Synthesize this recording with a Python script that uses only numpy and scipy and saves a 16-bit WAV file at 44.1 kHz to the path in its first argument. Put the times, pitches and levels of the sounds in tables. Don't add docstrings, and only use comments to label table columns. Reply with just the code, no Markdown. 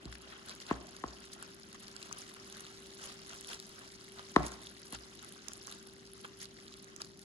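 import sys
import numpy as np
from scipy import signal
from scipy.fft import rfft, irfft, next_fast_len
from scipy.io import wavfile

SR = 44100
rng = np.random.default_rng(int(sys.argv[2]) if len(sys.argv) > 2 else 0)


def generate_wav(signal):
    frames = np.transpose(np.atleast_2d(signal))
    scaled = np.clip(frames, -1, 1) * 32767
    pcm = np.round(scaled).astype(np.int16)
    wavfile.write(sys.argv[1], SR, pcm)


N = 319284
LEFT_LAG_S = 0.0002775

# t/s, peak/dB, treble tilt/(dB/octave), boom/dB, clack shelf/dB
KNOCKS = [(0.053, -36.5, -13, 19, 0), (0.710, -19, -1, 2, -8), (1.038, -25.5, 2, 3, -8),
          (4.362, -9.5, 0, 0, 1), (4.927, -36.5, -4, 11.5, 3)]
# f/Hz, density/dB
SIZZLE_SPECTRUM = [(1400, -33), (2000, 8), (2500, -9.5), (3200, 2.5), (4400, 11), (6500, 4.5), (8000, -6),
                   (10200, 2.5), (12000, 4.5), (16000, -32.5)]
# f/Hz, likeness/(0..1)
LIKENESS = [(60, 0.17), (110, 0.29), (200, 0.98), (380, 0.48), (700, 0.15), (1500, 0.366), (4000, 0.057),
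            (9000, 0.09), (15000, 0.15)]


def from_db(db):
    return 10 ** (np.asarray(db) / 20)


def rms_one(x):
    return x / np.sqrt(np.mean(x ** 2) + 1e-20)


def at_hz(points, hz):
    points = np.array(points)
    return np.interp(np.log(hz), np.log(points[:, 0]), points[:, 1])


def drift(rate_hz):
    step = 40
    r = np.exp(-2 * np.pi * rate_hz * step / SR)
    noise = rng.standard_normal(N // step + 2002)
    slow = signal.lfilter([1], [1, -2 * r, r * r], noise)[2000:]
    return np.interp(np.arange(N) / step, np.arange(len(slow)), rms_one(slow))


def ring(clicks, hz, t60_s):
    r = from_db(-60 / (t60_s * SR))
    w = 2 * np.pi * hz / SR
    return signal.lfilter([0, np.sin(w)], [1, -2 * r * np.cos(w), r * r], clicks + 1e-18)


def placed(x, pan_db, lag_s):
    hz = np.arange(len(x) // 2 + 1) * SR / len(x)
    late = irfft(rfft(x) * np.exp(-2j * np.pi * hz * lag_s), len(x))
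    return np.array([late * from_db(pan_db / 2), x * from_db(-pan_db / 2)])


def banded_noise(spectrum, patchy_db, rate_hz, lag_s):
    low_hz, high_hz = spectrum[0][0], spectrum[-1][0]
    edges = low_hz * 2 ** np.arange(0, np.log2(high_hz / low_hz) + 1 / 3, 1 / 3)
    shared, own = 0, 0
    together = drift(rate_hz)
    white = rng.standard_normal((2, 3, N))
    for k, (low, high) in enumerate(zip(edges, edges[1:])):
        band_pass = signal.butter(2, [low, min(high, 20000)], "band", fs=SR, output="sos")
        band = signal.sosfilt(band_pass, white[k % 2])
        hz = np.sqrt(low * high)
        alike = np.clip(at_hz(LIKENESS, hz), 0, 1)
        gain = from_db(at_hz(spectrum, hz) + patchy_db * (together + 2.6 * drift(rate_hz)))
        shared = shared + gain * np.sqrt(alike) * band[0]
        own = own + gain * np.sqrt(1 - alike) * band[1:]
    return rms_one(placed(shared, 0, lag_s) + own)


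def hum():
    # f/Hz, rms level/dB before wavering, wavering rate/Hz
    motor_tones = [(62, -74, 13.6), (114.5, -74, 2.67), (206.6, -72, 9.5), (390.6, -62, 1.46)]
    t = np.arange(N) / SR
    total = 0
    for hz, db, rate_hz in motor_tones:
        level = from_db(db + 2.0 * drift(rate_hz)) * np.sqrt(2)
        total = total + level * np.sin(2 * np.pi * hz * t + 0.96 * drift(rate_hz))
    return total * from_db([[1], [-1]])


def fan():
    # f/Hz, density/dB
    rumble_spectrum = [(15, -56), (25, -27), (59, -6), (140, -3), (204, 4), (325, -4.5), (389, 17.5),
                       (413, -13.5), (452, -16), (600, -8), (900, -56), (1170, -33), (1980, -120)]
    rumble = banded_noise(rumble_spectrum, patchy_db=0.12, rate_hz=3.9, lag_s=0)
    return from_db(-59.5) * rumble * from_db([[.8], [-.8]]) + hum()


def kitchen(x):
    # f/Hz, t60/s
    decay = [(60, 0.88), (300, 0.53), (1000, 0.56), (2200, 0.26), (4000, 0.41), (10000, 0.039)]
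    size = next_fast_len(N + SR)
    hz = np.arange(size // 2 + 1) * SR / size + 1e-3
    t60_s = at_hz(decay, hz)
    echoes = np.zeros((2, size // 2 + 1), complex)
    for k, lag_s in enumerate(rng.uniform(0.0098, .04, 20)):
        round_trip = from_db(-60 * lag_s / t60_s) * np.exp(-2j * np.pi * hz * lag_s)
        echoes[k % 2] += (-1) ** (k // 2) * round_trip / (1 - round_trip)
    alike = np.clip(at_hz(LIKENESS, hz), 0, 1)
    heard = rfft(x[1], size) * from_db(2.0 * np.log2(np.clip(hz, 50, 2000) / 500))
    return irfft(heard * (alike * echoes[::-1] + echoes), size)[:, :N]


def rattle():
    # f/Hz, density/dB
    rattle_spectrum = [(59, -43), (100, -10), (306, -2.5), (557, -17), (665, -2.5), (1070, -12.5),
                       (1250, -12.5), (1930, -14.5), (2600, -33), (3380, -61), (5720, -120)]
    below_blow_db, delay_s, rise_s, t60_s = -22, .005, .004, .47
    t, level = np.arange(N) / SR, np.zeros(N)
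    for s, db, *_ in KNOCKS:
        age = np.maximum(t - s - delay_s, 0)
        level += from_db(db + below_blow_db - 60 * age / t60_s) * (1 - np.exp(-age / rise_s))
    return level * banded_noise(rattle_spectrum, patchy_db=1.5, rate_hz=26.0, lag_s=LEFT_LAG_S)


def room_boom(shove):
    # f/Hz, t60/s, left/dB, right/dB
    boom_modes = [(61.4, 0.37, -1, -3.5), (62, 0.28, -10, -15), (116.4, 0.13, -23, 6.5)]
    swell_s = 0.03
    boom = 0
    for hz, t60_s, left_db, right_db in boom_modes:
        quick_t60_s = 1 / (1 / t60_s + 1 / (swell_s * np.log(1000)))
        swell = ring(shove, hz, t60_s) - ring(shove, hz, quick_t60_s)
        boom = boom + from_db([[left_db], [right_db]]) * swell
    return boom


def knocks():
    # f/Hz, left/dB, right/dB
    knock_colour = np.array([(60, -36, -32), (100, -19, -15), (190, -2, -3), (300, 2, 1), (420, -2, -3),
                             (610, -17, -11), (750, -10, -13), (900, -3, -13), (1060, 1, -5),
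                             (1250, -6, -10), (1500, -16, -13), (1820, -7, -17), (2000, -11, -19),
                             (2350, -26, -33), (3900, -24, -30), (9000, -50, -50)])
    # f/Hz, width/Hz, left/dB, right/dB, sign at the right
    knock_rings = [(640, 24, -9, -7, -0.77), (697, 31.3, -0.5, -10, -0.87), (1090, 72, -20, -3.5, 1),
                   (1303, 46, -30.5, -8, 0.82), (1740, 30, -21, -14, -0.69)]
    bending_s = .004
    head_s, right_lag_s = .01, np.array([[0], [.00013]])
    clack_hz, boom_below_blow_db = 1500, -20
    size = 4096
    out, shove = np.zeros((2, N + size)), np.zeros(N)
    hz = np.arange(size // 2 + 1) * SR / size + 1e-3
    bending_phase = 4 * np.pi * bending_s * np.sqrt(1000 * hz)
    travel = np.exp(-1j * bending_phase - 2j * np.pi * hz * (head_s + right_lag_s))
    body = from_db([at_hz(knock_colour[:, [0, side]], hz) for side in (1, 2)])
    for top_hz, width_hz, left_db, right_db, sign in knock_rings:
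        resonance = 1 / (1 + 1j * (hz ** 2 - top_hz ** 2) / (hz * width_hz))
        body = body + from_db([[left_db], [right_db]]) * [[1], [sign]] * resonance
    for s, db, tilt_db, boom_db, clack_db in KNOCKS:
        tilt = tilt_db * np.log2(np.clip(hz, 100, 4000) / 500)
        clack = clack_db / (1 + (clack_hz / hz) ** 6)
        blow = irfft(travel * body * from_db(tilt + clack), size)
        at = round((s - head_s - .4 * bending_s) * SR)
        out[:, at:at + size] += from_db(db) * blow / np.abs(blow.mean(0)).max()
        shove[round((s + .008) * SR)] = from_db(db + boom_db + boom_below_blow_db)
    return out[:, :N], room_boom(shove)


def stirring_wash():
    # f/Hz, density/dB
    wash_spectrum = [(260, -28), (450, -7), (754, -5.5), (884, -9), (1350, -0.5), (2420, -11.5),
                     (3000, -5.5), (3900, -16), (6600, -120)]
    wash = banded_noise(wash_spectrum, patchy_db=1.5, rate_hz=101.0, lag_s=LEFT_LAG_S)
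    return wash * from_db([[.6], [-.6]])


def surges():
    surge_events = [(0.14, 0.021, 10, -1), (.33, 0.057, 4, 6), (0.501, 0.039, 7.5, 7.5),
                    (0.62, 0.014, 10.5, 3), (0.709, 0.028, 8, 15), (0.957, 0.029, 4.5, 2.5),
                    (1.093, 0.03, 5, 0), (1.24, 0.051, 3, 1), (1.332, 0.012, 12.5, 1),
                    (1.433, 0.05, 2.5, 4.5), (1.748, 0.017, 6.5, 6.5), (1.862, 0.046, 4.5, 2),
                    (2.08, 0.034, 3, 1), (2.207, 0.056, 3.5, 1.5), (2.61, 0.068, 3.5, 4),
                    (3.067, 0.06, 6, 8.5), (3.326, 0.036, 3.5, 8.5), (3.522, 0.039, 9, 13),
                    (3.806, 0.063, 1.5, 6.5), (4.19, 0.025, 4, 10.5), (4.472, 0.018, 7, 2),
                    (4.642, 0.019, 3, 2), (4.943, 0.022, 14, 12), (5.255, 0.048, 3, 4.5),
                    (5.5, .05, 0.5, 4), (5.71, .05, 5, 6.5), (6.187, 0.041, 3.5, 1.5),
                    (6.252, 0.011, 8, 16.5), (6.425, 0.025, 17, 5.5), (6.583, 0.021, 3.5, 0.5),
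                    (6.726, 0.018, 6.5, -2), (7.012, 0.013, 8, 14.5), (7.22, 0.023, 5, 1)]
    squareness = 2.5
    t, out = np.arange(N) / SR, np.zeros((2, N))
    for s, half_s, sizzle_db, wash_db in surge_events:
        near = slice(max(round((s - .3) * SR), 0), round((s + .3) * SR))
        swell = np.exp(-np.abs((t[near] - s) / half_s) ** squareness)
        out[:, near] += np.outer([sizzle_db, wash_db], swell)
    return out


def crackle(per_s, spread_db, cycles, tilt_db):
    sizes = from_db(spread_db * np.minimum(rng.exponential(1, N), 4)) * rng.choice([-1, 1], N)
    born = rng.random(N) < per_s * from_db(5 * drift(25)) / SR
    pitches_hz = np.geomspace(2200, 15500, 24)
    dealt = rng.integers(0, 24, N)
    out = 0
    for spot, (pan_db, lag_s) in enumerate(rng.normal([-1, LEFT_LAG_S], [3, 2.5e-5], (3, 2))):
        blips = 0
        for k in range(spot, 24, 3):
            hz = pitches_hz[k]
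            t60_s = cycles / hz
            swelling = ring(ring(sizes * born * (dealt == k), hz, t60_s), hz, t60_s)
            gain = from_db(at_hz(SIZZLE_SPECTRUM, hz) + tilt_db * np.log2(hz / 4000)) * np.sqrt(hz)
            blips = blips + gain * rms_one(swelling)
        out = out + placed(blips, pan_db, lag_s)
    return rms_one(out)


def syrup():
    # t/s, sizzle/dB, wash above sizzle/dB, sharp snaps above sizzle/dB
    foam_states = [(0.0, -65.5, 6.5, -22), (0.12, -65.5, 6.5, -18), (0.48, -61, 2.5, -22),
                   (1.79, -62, 1.5, -15), (2.04, -60, 3.5, -4), (2.9, -58.5, -1.5, -5),
                   (3.25, -57, -3, -2.5), (4.11, -60.5, -2, -2.5), (4.49, -56.5, 1, -15),
                   (4.72, -60.5, 0, -24), (5.57, -59, -1, -12), (6.01, -63, -0.5, -12),
                   (6.92, -63.5, 2, -27), (7.24, -65, -4, -17)]
    s, *columns = np.transpose(foam_states)
    sizzle_db, wash_db, sharp_db = (np.interp(np.arange(N) / SR, s, c) for c in columns)
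    sizzle_rise_db, wash_change_db = surges()
    fizz = banded_noise(SIZZLE_SPECTRUM, patchy_db=2.0, rate_hz=140.0, lag_s=LEFT_LAG_S)
    foam = from_db(1.0) * fizz
    foam += from_db(0.5) * crackle(per_s=1400.0, spread_db=6.0, cycles=5.7, tilt_db=6.5)
    foam += from_db(sharp_db) * crackle(per_s=430.0, spread_db=1.0, cycles=0.57, tilt_db=4.5)
    surging_foam = from_db(sizzle_rise_db) * foam
    surging_wash = from_db(wash_db + wash_change_db) * stirring_wash()
    return from_db(sizzle_db) * (surging_foam + surging_wash)


def bursts(events, cycles, echo_db, spray_db):
    size = 1024
    out, t = np.zeros((2, N + size)), np.arange(size) / SR - .004
    echoes_s = rng.uniform(0.0013, 0.0059, (len(events), 2))

    def blip(t, hz):
        return np.exp(-(t * hz / cycles) ** 2) * np.cos(2 * np.pi * hz * t)

    for (s, db, hz, pan_db), (echo_s, inverted_echo_s) in zip(events, echoes_s):
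        band_pass = signal.butter(1, [hz / 2, min(2 * hz, 20000)], "band", fs=SR)
        noise = signal.lfilter(*band_pass, rng.standard_normal(size))
        spray = from_db(spray_db) * rms_one(noise) * np.exp(-np.abs(t) / 0.001)
        echoes = from_db(echo_db) * (blip(t - echo_s, hz) - blip(t - inverted_echo_s, hz))
        sound = blip(t, hz) + spray + echoes
        at = round((s - .003) * SR)
        out[:, at:at + size] += from_db(db) * placed(sound, pan_db, LEFT_LAG_S)
    return out[:, :N]


def spatula_smacks():
    # t/s, peak/dB, f/Hz, left over right/dB
    smack_events = [(0.125, -45.5, 1690, 24.5), (0.153, -48, 1790, 23), (1.425, -37.5, 1320, 7),
                    (2.112, -35, 1180, 3), (4.194, -36, 1180, -3), (5.517, -45, 1370, 13),
                    (5.68, -40.5, 1250, -11), (6.2465, -35, 1335, -3), (6.2525, -45.5, 1000, -11),
                    (7.017, -53, 753, -4)]
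    return bursts(smack_events, cycles=0.95, echo_db=-10.0, spray_db=-34.0)


def snaps(events):
    snap_hz, snap_s = 10600, .00022
    size = 256
    out, t = np.zeros((2, N + size)), np.arange(size) / SR - .002
    snap = rms_one(np.exp(-(t / snap_s) ** 2) * np.cos(2 * np.pi * snap_hz * t))
    for s, db, hz, pan_db, snap_db in events:
        at = round((s - .001) * SR)
        out[:, at:at + size] += from_db(snap_db) * placed(snap, pan_db, LEFT_LAG_S)
    return out[:, :N]


def stray_pops():
    count = 50
    s, z = rng.uniform(.01, N / SR, count), rng.standard_normal((count, 4))
    level_db = -53 + 4.5 * z[:, 0]
    pitch_hz = 3800 * 2 ** (0.9 * z[:, 1])
    pan_db = 9 * z[:, 2]
    snap_db = -64 + 4.5 * z[:, 3]
    return np.column_stack([s, level_db, pitch_hz, pan_db, snap_db])


def pops():
    # t/s, peak/dB, f/Hz, left over right/dB, snap rms/dB
    pop_events = [(0.0544, -38.5, 4400, -2, -75), (0.126, -38.5, 3400, -2.0, -64),
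                  (0.1526, -43, 2710, -0.5, -55), (0.2189, -42, 4670, -3, -56), (0.485, -43, 4660, 8, -73),
                  (0.4945, -31.5, 4330, -2, -73), (0.6015, -38, 5080, 2.0, -61),
                  (0.6525, -52, 4830, 9, -74), (0.6653, -37, 4560, -1, -68), (0.7098, -44, 2340, -7, -66),
                  (0.8905, -40, 4800, -1.0, -63), (0.9649, -35, 4770, 1, -54), (1.3332, -44, 4200, 2, -57),
                  (1.4257, -33.5, 8060, -3, -46), (1.728, -42, 4300, -0.5, -52), (1.881, -39, 4400, 4, -51),
                  (1.9495, -48, 4600, 0.5, -71), (1.9644, -34, 4500, -9, -72),
                  (2.0163, -44, 2350, 0.0, -81), (2.0163, -41.5, 6900, -3, -73),
                  (2.0273, -31, 4300, 6.5, -79), (2.1262, -30, 5800, 14, -63),
                  (2.1828, -46, 5290, 3.0, -51), (2.1853, -42, 7700, 0.0, -43),
                  (2.2078, -42, 3940, 0.5, -50), (2.3395, -45, 3950, -0.5, -47.5),
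                  (2.499, -43, 3360, -1.0, -49), (2.5247, -36, 6100, -6, -54),
                  (2.5688, -42, 4080, 0.0, -50), (2.606, -36.5, 7240, 2, -47), (2.6503, -38, 4020, 3, -75),
                  (2.6658, -38.5, 3100, 0, -79), (2.9966, -42, 3520, 0.5, -65),
                  (3.038, -40.5, 3220, 2.0, -54), (3.0565, -41, 3200, 0.5, -44.5),
                  (3.2793, -52, 3380, 0.0, -53), (3.2931, -38, 4470, -1.5, -50),
                  (3.4096, -34, 8000, -2, -46), (3.4454, -39, 3330, 4, -55), (3.472, -35, 5940, -6, -47),
                  (3.489, -36.5, 3200, 0.0, -47), (3.5318, -34, 3130, 0, -53),
                  (3.5993, -34.5, 4350, 3, -48), (4.0417, -50, 4900, -1.5, -52),
                  (4.1202, -43.5, 3090, -4, -52), (4.1929, -40, 3230, 8, -59),
                  (4.364, -29.5, 3700, -4, -69), (4.4308, -35, 4960, -2, -52), (4.4523, -46, 2860, 2, -61),
                  (4.4648, -31, 6750, -7, -64), (4.5181, -38, 7100, -8, -65), (4.6694, -35, 3500, 0, -63),
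                  (4.8175, -45, 3900, -0.5, -53), (4.87, -43, 5110, -1.5, -69), (4.907, -49, 6610, 0, -54),
                  (4.9243, -36, 2850, 1, -38.5), (5.1901, -44, 3420, -0.5, -69),
                  (5.2465, -43.5, 3800, -0.5, -48), (5.3228, -45, 3360, -0.5, -46),
                  (5.4833, -29.5, 6000, -16, -65), (5.5184, -44, 3180, 6, -62),
                  (5.5334, -32.5, 6400, -3.0, -44), (5.571, -56, 3290, 0.0, -49.5),
                  (5.6705, -34.5, 6560, -13, -77), (5.7239, -34, 4030, -4, -70),
                  (5.8716, -47, 3860, -1.5, -49.5), (6.1168, -50, 3180, -2, -58),
                  (6.1339, -49, 3300, 0.5, -46), (6.2457, -40, 3200, 0.5, -66), (6.4009, -47, 3270, 4, -67),
                  (6.415, -35, 6530, 6, -59), (6.4284, -41, 3200, -1, -43), (6.4545, -38, 4250, -7, -59),
                  (6.6662, -50, 3070, -2.5, -76), (6.68, -37.5, 4260, -1, -75),
                  (6.7234, -47, 3740, 0.0, -68), (6.7393, -39, 3640, -0.5, -80),
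                  (6.8254, -56, 3100, -0.5, -49.5), (6.8438, -38, 7130, -8, -67),
                  (6.9624, -37, 6200, -11, -67), (7.0174, -44, 2460, -3, -50),
                  (7.0174, -25.5, 4850, 1, -54), (7.0464, -37, 4700, 0, -54), (7.1922, -42, 5070, 10, -57)]
    events = np.vstack([pop_events, stray_pops()])
    return bursts(events[:, :4], cycles=1.47, echo_db=-19.5, spray_db=-6.5) + snaps(events)


def scene():
    blows, boom = knocks()
    pops_and_smacks = pops() + spatula_smacks()
    room = kitchen(from_db(-29) * blows + from_db(-27.5) * pops_and_smacks)
    return fan() + room + rattle() + boom + blows + syrup() + pops_and_smacks


def record(dry):
    # f/Hz, width/Hz, depth/dB
    housing_dips = [(8660, 150, -27.5), (13780, 2480, -21)]
    cutoff_hz, ripple_db, stop_db = 15780, .5, 60
    hz = np.arange(N // 2 + 1) * SR / N
    dips_db = sum(db * np.exp(-((hz - dip_hz) / width_hz) ** 2) for dip_hz, width_hz, db in housing_dips)
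    dipped = irfft(rfft(dry) * from_db(dips_db), N)
    low_pass = signal.ellip(12, ripple_db, stop_db, cutoff_hz, fs=SR, output="sos")
    return signal.sosfilt(low_pass, dipped)


dry = scene()
out = record(dry)
generate_wav(out)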